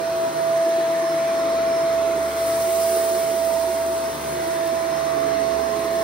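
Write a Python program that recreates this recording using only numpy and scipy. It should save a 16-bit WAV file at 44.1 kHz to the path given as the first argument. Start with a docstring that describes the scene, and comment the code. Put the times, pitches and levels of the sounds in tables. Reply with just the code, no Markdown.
"""In a carpeted room, an upright vacuum cleaner is pushed to and fro, heard from just above its handle.
The motor howls on one note that swells and fades, with a thin whine above it and a faint hum below.
The brush roll drones, thrums and beats the carpet: tones locked to its speed. Grit ticks in the duct.
Air rumbles, rushes and hisses as coloured noise, and blows fuzzy notes in the hollow parts.
The strokes of the arm and one swing of the exhaust towards the listener shape the levels."""
import sys
import numpy as np
from scipy import signal
from scipy.fft import next_fast_len
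from scipy.io import wavfile
from scipy.ndimage import uniform_filter1d

SR = 44100
rng = np.random.default_rng(int(sys.argv[2]) if len(sys.argv) > 2 else 0)


def to_wav(sig):
    """Store sig (one row per channel, or 1-D mono) as 16-bit WAV at the path in sys.argv[1].

    Samples outside -1..1 are clipped; the rate is SR.
    """
    pcm = np.clip(np.atleast_2d(sig), -1, 1) * 32767
    pcm = np.round(pcm).astype(np.int16)
    wavfile.write(sys.argv[1], SR, pcm.T)  # frames by channels


N = 265923  # length in samples
TIME = np.arange(N) / SR  # seconds


def gain_of(db):
    """Turns decibels into an amplitude factor."""
    return 10 ** (np.asarray(db) / 20)


def evened(x):
    """Scales a signal to an rms of one."""
    return x / np.sqrt(np.mean(abs(x) ** 2) + 1e-20)


def read(points, hz):
    """Reads a table over frequency, joining its points along a log-frequency axis."""
    point_hz, value = np.transpose(points)
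    return np.interp(np.log(hz + 1), np.log(point_hz + 1), value)


def curves(rows):
    """Joins the rows of a time table with straight lines: one curve for each column after the time."""
    s, *columns = np.transpose(rows)
    return [np.interp(TIME, s, column) for column in columns]


def swells_db(rows):
    """Adds up brief bell-shaped swells and dips of a level; at the half width a bell is down to 37 %."""
    return sum(db * np.exp(-((TIME - s) / half_width) ** 2) for s, half_width, db in rows)


def angle_of(hz):
    """The running angle, in radians, of something that turns hz times a second."""
    return 2 * np.pi * np.cumsum(hz) / SR


def flutter(width_hz):
    """Slow complex randomness of unit rms, about width_hz wide: a wider band flutters faster."""
    size = next_fast_len(N)
    spectrum = rng.standard_normal(size) + 1j * rng.standard_normal(size)
    hz = np.fft.fftfreq(size, 1 / SR)
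    narrowed = spectrum / (1 + (2 * hz / width_hz) ** 2)
    return evened(np.fft.ifft(narrowed)[:N])


def partial(angle, width_hz, steady):
    """A stereo tone: a steady direct part, plus a part that flutters differently left and right."""
    steady = np.clip(steady, 0, 1)
    scattered = np.array([flutter(width_hz), flutter(width_hz)])
    envelope = np.sqrt(steady) + np.sqrt(1 - steady) * scattered
    return np.sqrt(2) * (envelope * np.exp(1j * angle)).real


def patches(shape, frames, bins):
    """A smooth random field of unit rms over frequency and time."""
    field = rng.standard_normal(shape)
    field = uniform_filter1d(field, bins, axis=0)
    return evened(uniform_filter1d(field, frames, axis=1))


# How alike the air sounds left and right. Each row: frequency in Hz, likeness from 0 to 1.
LIKENESS = [(100, .98), (350, .7), (750, .65), (950, .4), (1450, .25), (2000, .5), (2400, .88), (3000, .62),
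            (5200, .42), (6400, .5), (7200, .88), (15000, .88)]
# How far the left channel runs ahead of the right. Each row: frequency in Hz, lead in radians.
LEAD = [(100, 0), (800, 0), (1050, .8), (1250, .3), (1550, -3.4), (2000, -4.9), (2250, -6.3), (3000, -7),
        (5100, -7), (5500, -4), (6900, -3.2), (9500, 0), (12600, 3.1), (15600, 6.3)]
# How much louder the left channel is. Each row: frequency in Hz, left minus right in dB.
BALANCE_DB = [(70, 1), (300, -2), (1100, -1.5), (1800, 2), (2500, 0), (3500, -1.8), (5000, -4),
              (6400, -3.5), (7200, 0), (15000, 0)]


def turbulence(colour, patchy_db, drift_db, streak_db=0, size=1024):
    """Stereo coloured noise of unit rms, with quick eddies, slow drift and narrow passing resonances."""
    overlap = size * 3 // 4
    hz, _, (a, b) = signal.stft(rng.standard_normal((2, N)), SR, nperseg=size, noverlap=overlap)
    hz = hz[:, None]
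    same = np.clip(read(LIKENESS, hz), 0, 1)
    side_gain = gain_of(read(BALANCE_DB, hz) / 2)
    left = a * np.exp(1j * read(LEAD, hz)) * side_gain
    right = (same * a + np.sqrt(1 - same ** 2) * b) / side_gain
    eddies = patches(a.shape, frames=14, bins=10)
    drift = patches(a.shape, frames=120, bins=3)
    streaks = patches(a.shape, frames=20, bins=1)
    level_db = read(colour, hz) + patchy_db * eddies + drift_db * drift + streak_db * streaks
    field = np.array([left, right]) * gain_of(level_db)
    noise = signal.istft(field, nperseg=size, noverlap=overlap)[1]
    return evened(noise[:, :N])


def cavity(hz, db, width_hz):
    """Air sucked past a cavity blows it like a wide bottle: a fuzzy note."""
    note = flutter(width_hz) * np.exp(1j * angle_of(hz))
    return gain_of(db) * evened(note.real)


# The arm's strokes, one row for each turning point. Each row: time in seconds,
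# reach from 0 at the feet to 1 at arm's length, push from 0 to 1 of the stroke that starts here.
STROKES = [(0, 0.54, 0), (1.25, 0.014, 0.75), (3.382, 0.96, 0), (5.12, 0.021, 1), (6.4, 0.45, 0)]
TURN_S = 0.093  # the nozzle takes this long to bed in or ease off after a turn


def strokes():
    """Reach, easing from one turning point to the next, and how firmly the nozzle is pushed."""
    s, reach, push = np.transpose(STROKES)
    points = np.arange(len(s))
    leg = np.interp(TIME, s, points)
    eased = np.floor(leg) + (1 - np.cos(np.pi * (leg % 1))) / 2
    firmness = uniform_filter1d(push[leg.astype(int)], round(TURN_S * SR))
    return np.interp(eased, points, reach), firmness


def stroke_db(law):
    """The level of a sound that depends on the reach and on the push."""
    close_db, reach_db, push_db = law
    reach, push = strokes()
    return close_db + reach_db * reach + push_db * push


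FACING_S, SWING_IN_S, SWING_OUT_S, SWING_SHARPNESS = 2.95, 0.64, 0.83, 2.7


def facing():
    """How squarely the exhaust faces the listener (0-1): a quick swing in, then a slower turn away."""
    t = TIME - FACING_S
    swing_in = np.exp(-abs(t / SWING_IN_S) ** SWING_SHARPNESS)
    turn_away = np.exp(-abs(t) / SWING_OUT_S)
    return np.where(t < 0, swing_in, turn_away)


# The brush roll's speed; it slows where it digs into the pile.
# Each row: time in seconds, turns per second.
BRUSH_SPEED = [(0, 75.5), (1.1, 78), (1.3, 72), (1.55, 69), (1.9, 70.3), (2.15, 70), (2.4, 73), (2.7, 74.2),
               (3.15, 72.7), (3.9, 71.5), (4.6, 74.5), (5, 74.5), (5.2, 70.4), (5.55, 69.8), (6.03, 70.6)]
SKIM_HZ, SETTLE_S = 74, 0.67  # faster than this the roll skims the pile; averaging time in seconds


def brush_speed():
    """Turns per second of the brush roll, which sets the pitch of all its tones."""
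    return curves(BRUSH_SPEED)[0]


def skimming():
    """By how many turns a second the roll runs free as it loses its grip on the pile."""
    return uniform_filter1d(np.maximum(brush_speed() - SKIM_HZ, 0), round(SETTLE_S * SR))


# Swells of the hum. Each row: time in seconds, half width in seconds, change in dB.
MAINS_SWELLS = [(.48, .11, 10), (.85, .08, 8), (2.55, 0.16, 10.4), (4.42, .1, 6.7)]
MAINS_HZ, MAINS_DB = 118.4, -61  # level between the swells


def mains_hum():
    """Faint mains hum: one low sine, alike on both sides."""
    level_db = MAINS_DB + swells_db(MAINS_SWELLS)
    return gain_of(level_db) * np.sqrt(2) * np.cos(2 * np.pi * MAINS_HZ * TIME)


# Crumbs striking the plastic duct. Each row: time in seconds, strength in dB.
CRUMBS = [(.547, -37), (.574, -33), (.69, -34), (.795, -36), (1.279, -35), (1.493, -36), (2.318, -33),
          (2.571, -31), (3.544, -32), (3.597, -32), (3.613, -30), (3.864, -30), (4.474, -30), (4.485, -34),
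          (4.656, -34), (4.674, -33), (5.205, -32), (5.792, -35)]
# Colour of the ticks. Each row: frequency in Hz, dB per Hz.
CRUMB_COLOUR = [(1000, -25), (4000, -8), (9000, -3), (13500, 1), (16000, 0)]
SAND_PER_S, SAND_DB, SAND_SPREAD_DB = 60, -67.0, 4.5  # grains a second, smallest grain, spread of sizes


def grit():
    """Sand and larger crumbs tick in the duct: noise bursts that each die within milliseconds."""
    extra_db = SAND_SPREAD_DB * np.minimum(rng.exponential(1, N), 3)
    strikes = gain_of(SAND_DB + extra_db) * (rng.random(N) < SAND_PER_S / SR)
    for s, db in CRUMBS:
        strikes[round(s * SR)] += gain_of(db)
    decay = np.exp(-1 / (.003 * SR))  # a time constant of 3 ms
    ring = signal.lfilter([1], [1, -decay], strikes)
    return ring * turbulence(CRUMB_COLOUR, patchy_db=2, drift_db=0)


# Swells of the bin's note. Each row: time in seconds, half width in seconds, change in dB.
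BIN_SWELLS = [(4.1, 0.56, 10.5), (5.75, 0.31, 10.4)]
BIN_HZ, BIN_DB = 245.4, -54  # level before swells and stereo balance


def dust_bin():
    """A low hollow note, as of the dust bin, blown by the air and alike on both sides."""
    note = cavity(np.full(N, BIN_HZ), BIN_DB + swells_db(BIN_SWELLS), width_hz=33.0)
    return note * gain_of([[-1.7], [.7]])


# The nozzle's note drops out or flares. Each row: time in seconds, half width in seconds, change in dB.
NOZZLE_SWELLS = [(.75, 0.16, 6.5), (2.35, 0.088, -7), (3.52, 0.27, -4.5), (4.2, 0.15, -11), (4.72, 0.45, 3),
                 (5.58, 0.19, -9), (5.84, 0.083, 8)]
NOZZLE_HZ, NOZZLE_SHIFT_HZ = 334.3, 33.26  # pitch when pulled in close, and its rise at full reach
NOZZLE_DB = -39  # before swells and stereo balance


def nozzle():
    """The nozzle's hollow note rises with the reach and is alike on both sides."""
    reach, _ = strokes()
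    hz = NOZZLE_HZ + NOZZLE_SHIFT_HZ * reach
    note = cavity(hz, NOZZLE_DB + swells_db(NOZZLE_SWELLS), width_hz=28.5)
    return note * gain_of([[-1.7], [.7]])


# The duct's moan. Each row: time in seconds, pitch in Hz, level in dB before stereo balance.
DUCT = [(0, 1000, -46), (.35, 965, -38), (.7, 1020, -44.5), (1.1, 1045, -41), (2.2, 1070, -45.5),
        (2.8, 955, -53), (3.6, 945, -39), (4.1, 935, -46.5), (4.8, 1020, -41), (5.3, 1090, -43.5),
        (6.03, 1060, -36.5)]


def duct():
    """The air duct moans on a drifting note, scattered by the room so that left and right differ."""
    hz, db = curves(DUCT)
    moan = np.array([cavity(hz, db, width_hz=55), cavity(hz, db, width_hz=55)])
    return moan * gain_of([[-1], [1]])


# The hose's hoot. Each row: time in seconds, pitch in Hz, level in dB.
HOSE = [(0, 1700, -62), (1, 1790, -42), (1.6, 1680, -54), (2, 1430, -47), (2.5, 1287, -39),
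        (2.9, 1294, -66), (4.1, 1458, -51), (4.6, 1730, -43.5), (5.35, 2150, -55), (6.03, 1764, -45)]


def hose():
    """A breathy hoot wanders as the hose flexes, scattered so that left and right differ."""
    hz, db = curves(HOSE)
    return np.array([cavity(hz, db, width_hz=140), cavity(hz, db, width_hz=140)])


# Colour of the nozzle's rumble. Each row: frequency in Hz, dB per Hz.
RUMBLE = [(20, -44), (45, -25), (95, -19), (150, -4), (195, -5.5), (250, -7), (305, 1), (370, 1.5),
          (470, -1), (600, -4), (800, -6.5), (1400, -42), (4000, -77)]
# Level when gripping the pile, change per free turn a second, change when the exhaust faces us.
RUMBLE_DB, RUMBLE_SKIM_DB_PER_HZ, RUMBLE_FACING_DB = -35, -0.6, -3.5


def rumble():
    """Low noise at the nozzle thins when it skims, and when the body swings round and hides it."""
    level_db = RUMBLE_DB + RUMBLE_SKIM_DB_PER_HZ * skimming() + RUMBLE_FACING_DB * facing()
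    return gain_of(level_db) * turbulence(RUMBLE, patchy_db=1.0, drift_db=0.5)


# Colour of the rush. Each row: frequency in Hz, dB per Hz.
RUSH = [(300, -27.5), (600, -5.5), (800, -4.5), (1000, 1), (1400, -2), (1850, -2.5), (2250, -7.5),
        (2750, -13.5), (3400, -12.5), (4300, -11), (4900, -19.5), (6200, -13), (8000, -30.5), (15000, -43)]
# Level of the rush. In order: dB when pulled in close, dB more at full reach, dB more at full push.
RUSH_LAW = (-33, -1.87, 0.29)


def rush():
    """Air rushes through the body: noise with passing resonances whose level follows the strokes."""
    noise = turbulence(RUSH, patchy_db=1.2, drift_db=.5, streak_db=2.4, size=2048)
    return gain_of(stroke_db(RUSH_LAW)) * noise


# Colour of the hiss, before its treble is beamed. Each row: frequency in Hz, dB per Hz.
HISS = [(1000, -25), (2700, -7), (4400, -1.5), (6500, -1), (7200, -2), (8000, .5), (10000, 0), (12500, -3),
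        (14200, -.5), (16000, -2.5)]
# Level of the hiss. In order: dB when pulled in close, dB more at full reach, dB more at full push.
HISS_LAW = (-41.5, 1, -0.43)
# Small swells of the hiss. Each row: time in seconds, half width in seconds, change in dB.
HISS_SWELLS = [(.1, .35, 0), (4.4, 0.45, 1.2), (5.95, 0.26, 2.5)]
HISS_FACING_DB = 10  # louder by this when the exhaust squarely faces the listener


def exhaust():
    """The vent hisses unsteadily and beams its treble: the louder the hiss, the brighter it is."""
    level_db = stroke_db(HISS_LAW) + HISS_FACING_DB * facing() + swells_db(HISS_SWELLS)
    jet = turbulence(HISS, patchy_db=1.1, drift_db=.35)
    hiss = gain_of(level_db + 0.91 * flutter(width_hz=52).real) * jet
    high_pass = signal.butter(2, 9000, "high", fs=SR, output="sos")
    treble = signal.sosfiltfilt(high_pass, hiss)
    beam_db = .2 * (level_db - level_db.mean())
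    return hiss + (gain_of(beam_db) - 1) * treble


def notched(x, hz, depth, width_hz):
    """Cancels a share of the band around the moving frequency hz."""
    turn = np.exp(1j * angle_of(hz))
    r = np.exp(-np.pi * width_hz / SR)
    # shift the band down to zero, smooth it there, and shift it back
    smooth = signal.lfilter([1 - r], [1, -r], x / turn)
    band = 2 * (turn * smooth).real
    return x - np.clip(depth, 0, 1) * band


# A gap in the airy noise slides as the body moves.
# Each row: time in seconds, centre in Hz, depth from 0 to 1.
GAP = [(0, 2260, 0.8), (.9, 2400, 0.14), (1.6, 2490, 0.26), (2.4, 2420, .03), (3.3, 2315, .2),
       (3.9, 2300, .65), (4.6, 2400, 0.1), (5.4, 2399, 0.45), (6.03, 2265, 0.1)]
GAP_WIDTH_HZ = 150


def airflow():
    """Rumble, plus the rush and hiss with a sliding gap cut into both."""
    gap_hz, gap_depth = curves(GAP)
    return rumble() + notched(rush() + exhaust(), gap_hz, gap_depth, GAP_WIDTH_HZ)


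# The drone swells and sinks. Each row: time in seconds, half width in seconds, change in dB.
DRONE_SWELLS = [(.15, 0.08, 7), (.65, .3, 5), (1.23, .05, 3), (1.45, 0.1, -5), (1.8, 0.14, -6),
                (2.12, 0.043, -4), (2.35, 0.17, 3), (3.25, 0.2, -3.5), (4.35, 0.18, 2), (4.6, .12, -3),
                (5.6, 0.096, 3.5)]
DRONE_DB, SKIM_DB_PER_HZ = -46, -6  # peak level before swells and balance; change per free turn a second


def drone():
    """The unbalanced roll drones once a turn, and fades when it skims the pile."""
    level_db = DRONE_DB + SKIM_DB_PER_HZ * skimming() + swells_db(DRONE_SWELLS)
    wobble = 1 + 0.2 * flutter(width_hz=15).real
    tone = gain_of(level_db) * wobble * np.cos(angle_of(brush_speed()))
    return tone * gain_of([[.4], [-.4]])


# Level of the thrum. In order: dB when pulled in close, dB more at full reach, dB more at full push.
THRUM_LAW = (-48, -8.5, -3.3)
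# It surges or dips briefly. Each row: time in seconds, half width in seconds, change in dB.
THRUM_SURGES = [(.36, 0.079, 5), (.72, 0.1, -7), (1.17, 0.09, 5), (1.43, 0.1, -13), (1.88, .17, 3.5),
                (2.36, .07, -5), (2.58, .08, 10), (4.32, 0.12, 4.5), (4.82, .08, 0), (5.08, 0.16, 3)]


def thrum():
    """The roll's two bristle rows thrum twice a turn."""
    level_db = stroke_db(THRUM_LAW) + swells_db(THRUM_SURGES)
    return gain_of(level_db) * partial(2 * angle_of(brush_speed()), width_hz=6.7, steady=0.93)


# Level of the whole beat before stereo balance.
# In order: dB when pulled in close, dB more at full reach, dB more at full push.
BEAT_LAW = (-52.5, 0.78, 12.5)
# Harmonics of the beat. Each row: multiple of the brush speed, dB relative to the beat's level.
BEAT = [(3, -12), (4, -4.5), (5, -4.5), (6, .7), (7, -12), (8, -9), (12, -14), (13, -12), (15, -13)]
# Single harmonics swell and sink.
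# Each row: multiple of the brush speed, time in seconds, half width in seconds, change in dB.
BEAT_SWELLS = [(3, 3.1, .7, 4), (4, 1.6, .35, 3.5), (4, 2.8, .14, -9), (4, 3.85, .3, 10),
               (4, 5.3, .17, 5.5), (4, 5.95, .25, -12), (5, 2.9, .3, 4), (5, 4.95, .15, 12),
               (5, 5.4, .25, -6), (6, 1.55, .25, -3), (6, 2.55, .12, 1.5), (6, 3.02, .12, 4),
               (6, 3.47, .1, -10), (6, 5.25, .15, 2), (6, 5.72, .14, 4.5), (7, 2.45, .25, 6),
               (7, 2.95, .15, 5), (8, 3.15, .25, 7), (13, 3.1, .35, 5)]


def bristle_beat():
    """The bristles beat the pile unevenly: harmonics of the brush speed, each with its own swells."""
    angle = angle_of(brush_speed())
    beat = 0
    for multiple, db in BEAT:
        own_swells = [row[1:] for row in BEAT_SWELLS if row[0] == multiple]
        level_db = db + swells_db(own_swells)
        beat = beat + gain_of(level_db) * partial(multiple * angle, width_hz=9, steady=.9)
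    return gain_of(stroke_db(BEAT_LAW)) * beat * gain_of([[-1], [1.2]])


# The motor shaft's speed. Each row: time in seconds, turns per second.
SHAFT = [(0, 662.2), (.85, 663.1), (1.85, 663), (2.25, 661.7), (2.85, 663.7), (3.7, 661.5), (4.3, 662.1),
         (6.03, 662.2)]


def shaft_angle():
    """The running angle of the motor shaft, which sets the pitch of howl and whine."""
    return angle_of(curves(SHAFT)[0])


# Blade tones of the fan. Each row: multiple of the shaft speed, level in dB before the lift and swells,
# width of its flutter in Hz, steady share from 0 to 1.
WHINE = [(2, -62, 10, .4), (4.397, -65.5, 14, .3), (8, -57.3, 24, .4), (16, -60.5, 42, .25)]
# The whine flares and fades. Each row: time in seconds, half width in seconds, change in dB.
WHINE_SWELLS = [(0, .1, -5), (.48, .07, -8), (.65, .08, 2), (.88, .06, -3), (1.14, .11, 3.5),
                (1.36, .07, 4), (1.75, .09, 4), (2.1, .11, -12), (2.95, .15, 2), (2.55, .2, -2),
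                (3.3, .15, -4), (3.85, .05, -6), (4.22, .08, -3), (4.45, .07, 2), (4.83, .06, -5),
                (4.98, .07, 4.5), (5.15, .07, -4), (5.65, .06, 4), (5.8, .06, -4), (5.98, .08, 2.5)]
WHINE_LIFT_DB = 4  # added to every blade tone


def whine():
    """The fan's blade tones whine thinly above the shaft note and flutter."""
    angle = shaft_angle()
    tones = sum(gain_of(db) * partial(multiple * angle, width_hz, steady)
                for multiple, db, width_hz, steady in WHINE)
    level_db = WHINE_LIFT_DB + swells_db(WHINE_SWELLS)
    return tones * gain_of(level_db) * gain_of([[-1.5], [1.5]])


# The shaft note drifts between left and right. Each row: time in seconds, left level in dB,
# right level in dB (both before the dips below), lead of the left channel in radians.
HOWL = [(0, -29.5, -21.5, 1.3), (.24, -20.3, -23.5, -1.45), (.43, -26.5, -18.5, -1.5),
        (.58, -19.5, -18, 0.27), (.9, -20.4, -21.5, .5), (1.2, -21.5, -22.1, .4), (1.75, -20, -20.5, .8),
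        (2.05, -24, -18, 0.35), (2.2, -24.5, -20.5, 0), (2.52, -20.5, -22, .2), (2.75, -23.5, -18, 0.6),
        (3, -22.3, -18.5, -0.6), (3.25, -25, -20, -.8), (3.53, -28, -17.5, 0.4), (3.97, -23.5, -24, -1),
        (4.33, -27.5, -26.5, -1.75), (4.52, -27.2, -22.5, -1.95), (4.68, -28.9, -20, -1.2),
        (5.05, -33, -20, -1.7), (5.35, -36.5, -17.5, -3.5), (5.72, -43, -20, -5.1), (5.83, -32, -22, -6.5),
        (5.97, -26.5, -20, -5.5)]
# The note sinks as a node of the room's standing wave passes.
# Each row: time in seconds, half width in seconds, change in dB.
NODES = [(.327, 0.032, -8.5), (2.33, 0.044, -6), (4.185, 0.067, -7.5)]
HOWL_ECHO_DB, HOWL_ECHO_WIDTH_HZ = -47, 21  # level and flutter width of the scattered note


def howl():
    """The shaft note, trembling with the housing; a little is scattered by the room and flutters."""
    angle = shaft_angle()
    left_db, right_db, lead = curves(HOWL)
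    left = gain_of(left_db) * np.cos(angle + lead)
    right = gain_of(right_db) * np.cos(angle)
    direct = np.array([left, right]) * gain_of(swells_db(NODES))
    tremble = 1 + 0.064 * flutter(width_hz=150).real
    echo = gain_of(HOWL_ECHO_DB) * partial(angle, HOWL_ECHO_WIDTH_HZ, steady=0)
    return np.sqrt(2) * direct * tremble + echo


def scene():
    """The whole machine at work, summed from the background to the howl of the motor."""
    hollow_notes = dust_bin() + nozzle() + duct() + hose()
    brush_roll = drone() + thrum() + bristle_beat()
    motor = mains_hum() + whine() + howl()
    return grit() + hollow_notes + airflow() + brush_roll + motor


EDGE_HZ = 15800  # little is left above this


def record(dry):
    """The recorder's band limit: a steep low-pass filter."""
    low_pass = signal.firwin(511, EDGE_HZ, window=("kaiser", 9), fs=SR)
    return signal.oaconvolve(dry, low_pass[None], "same")


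dry = scene()
out = record(dry)
to_wav(out)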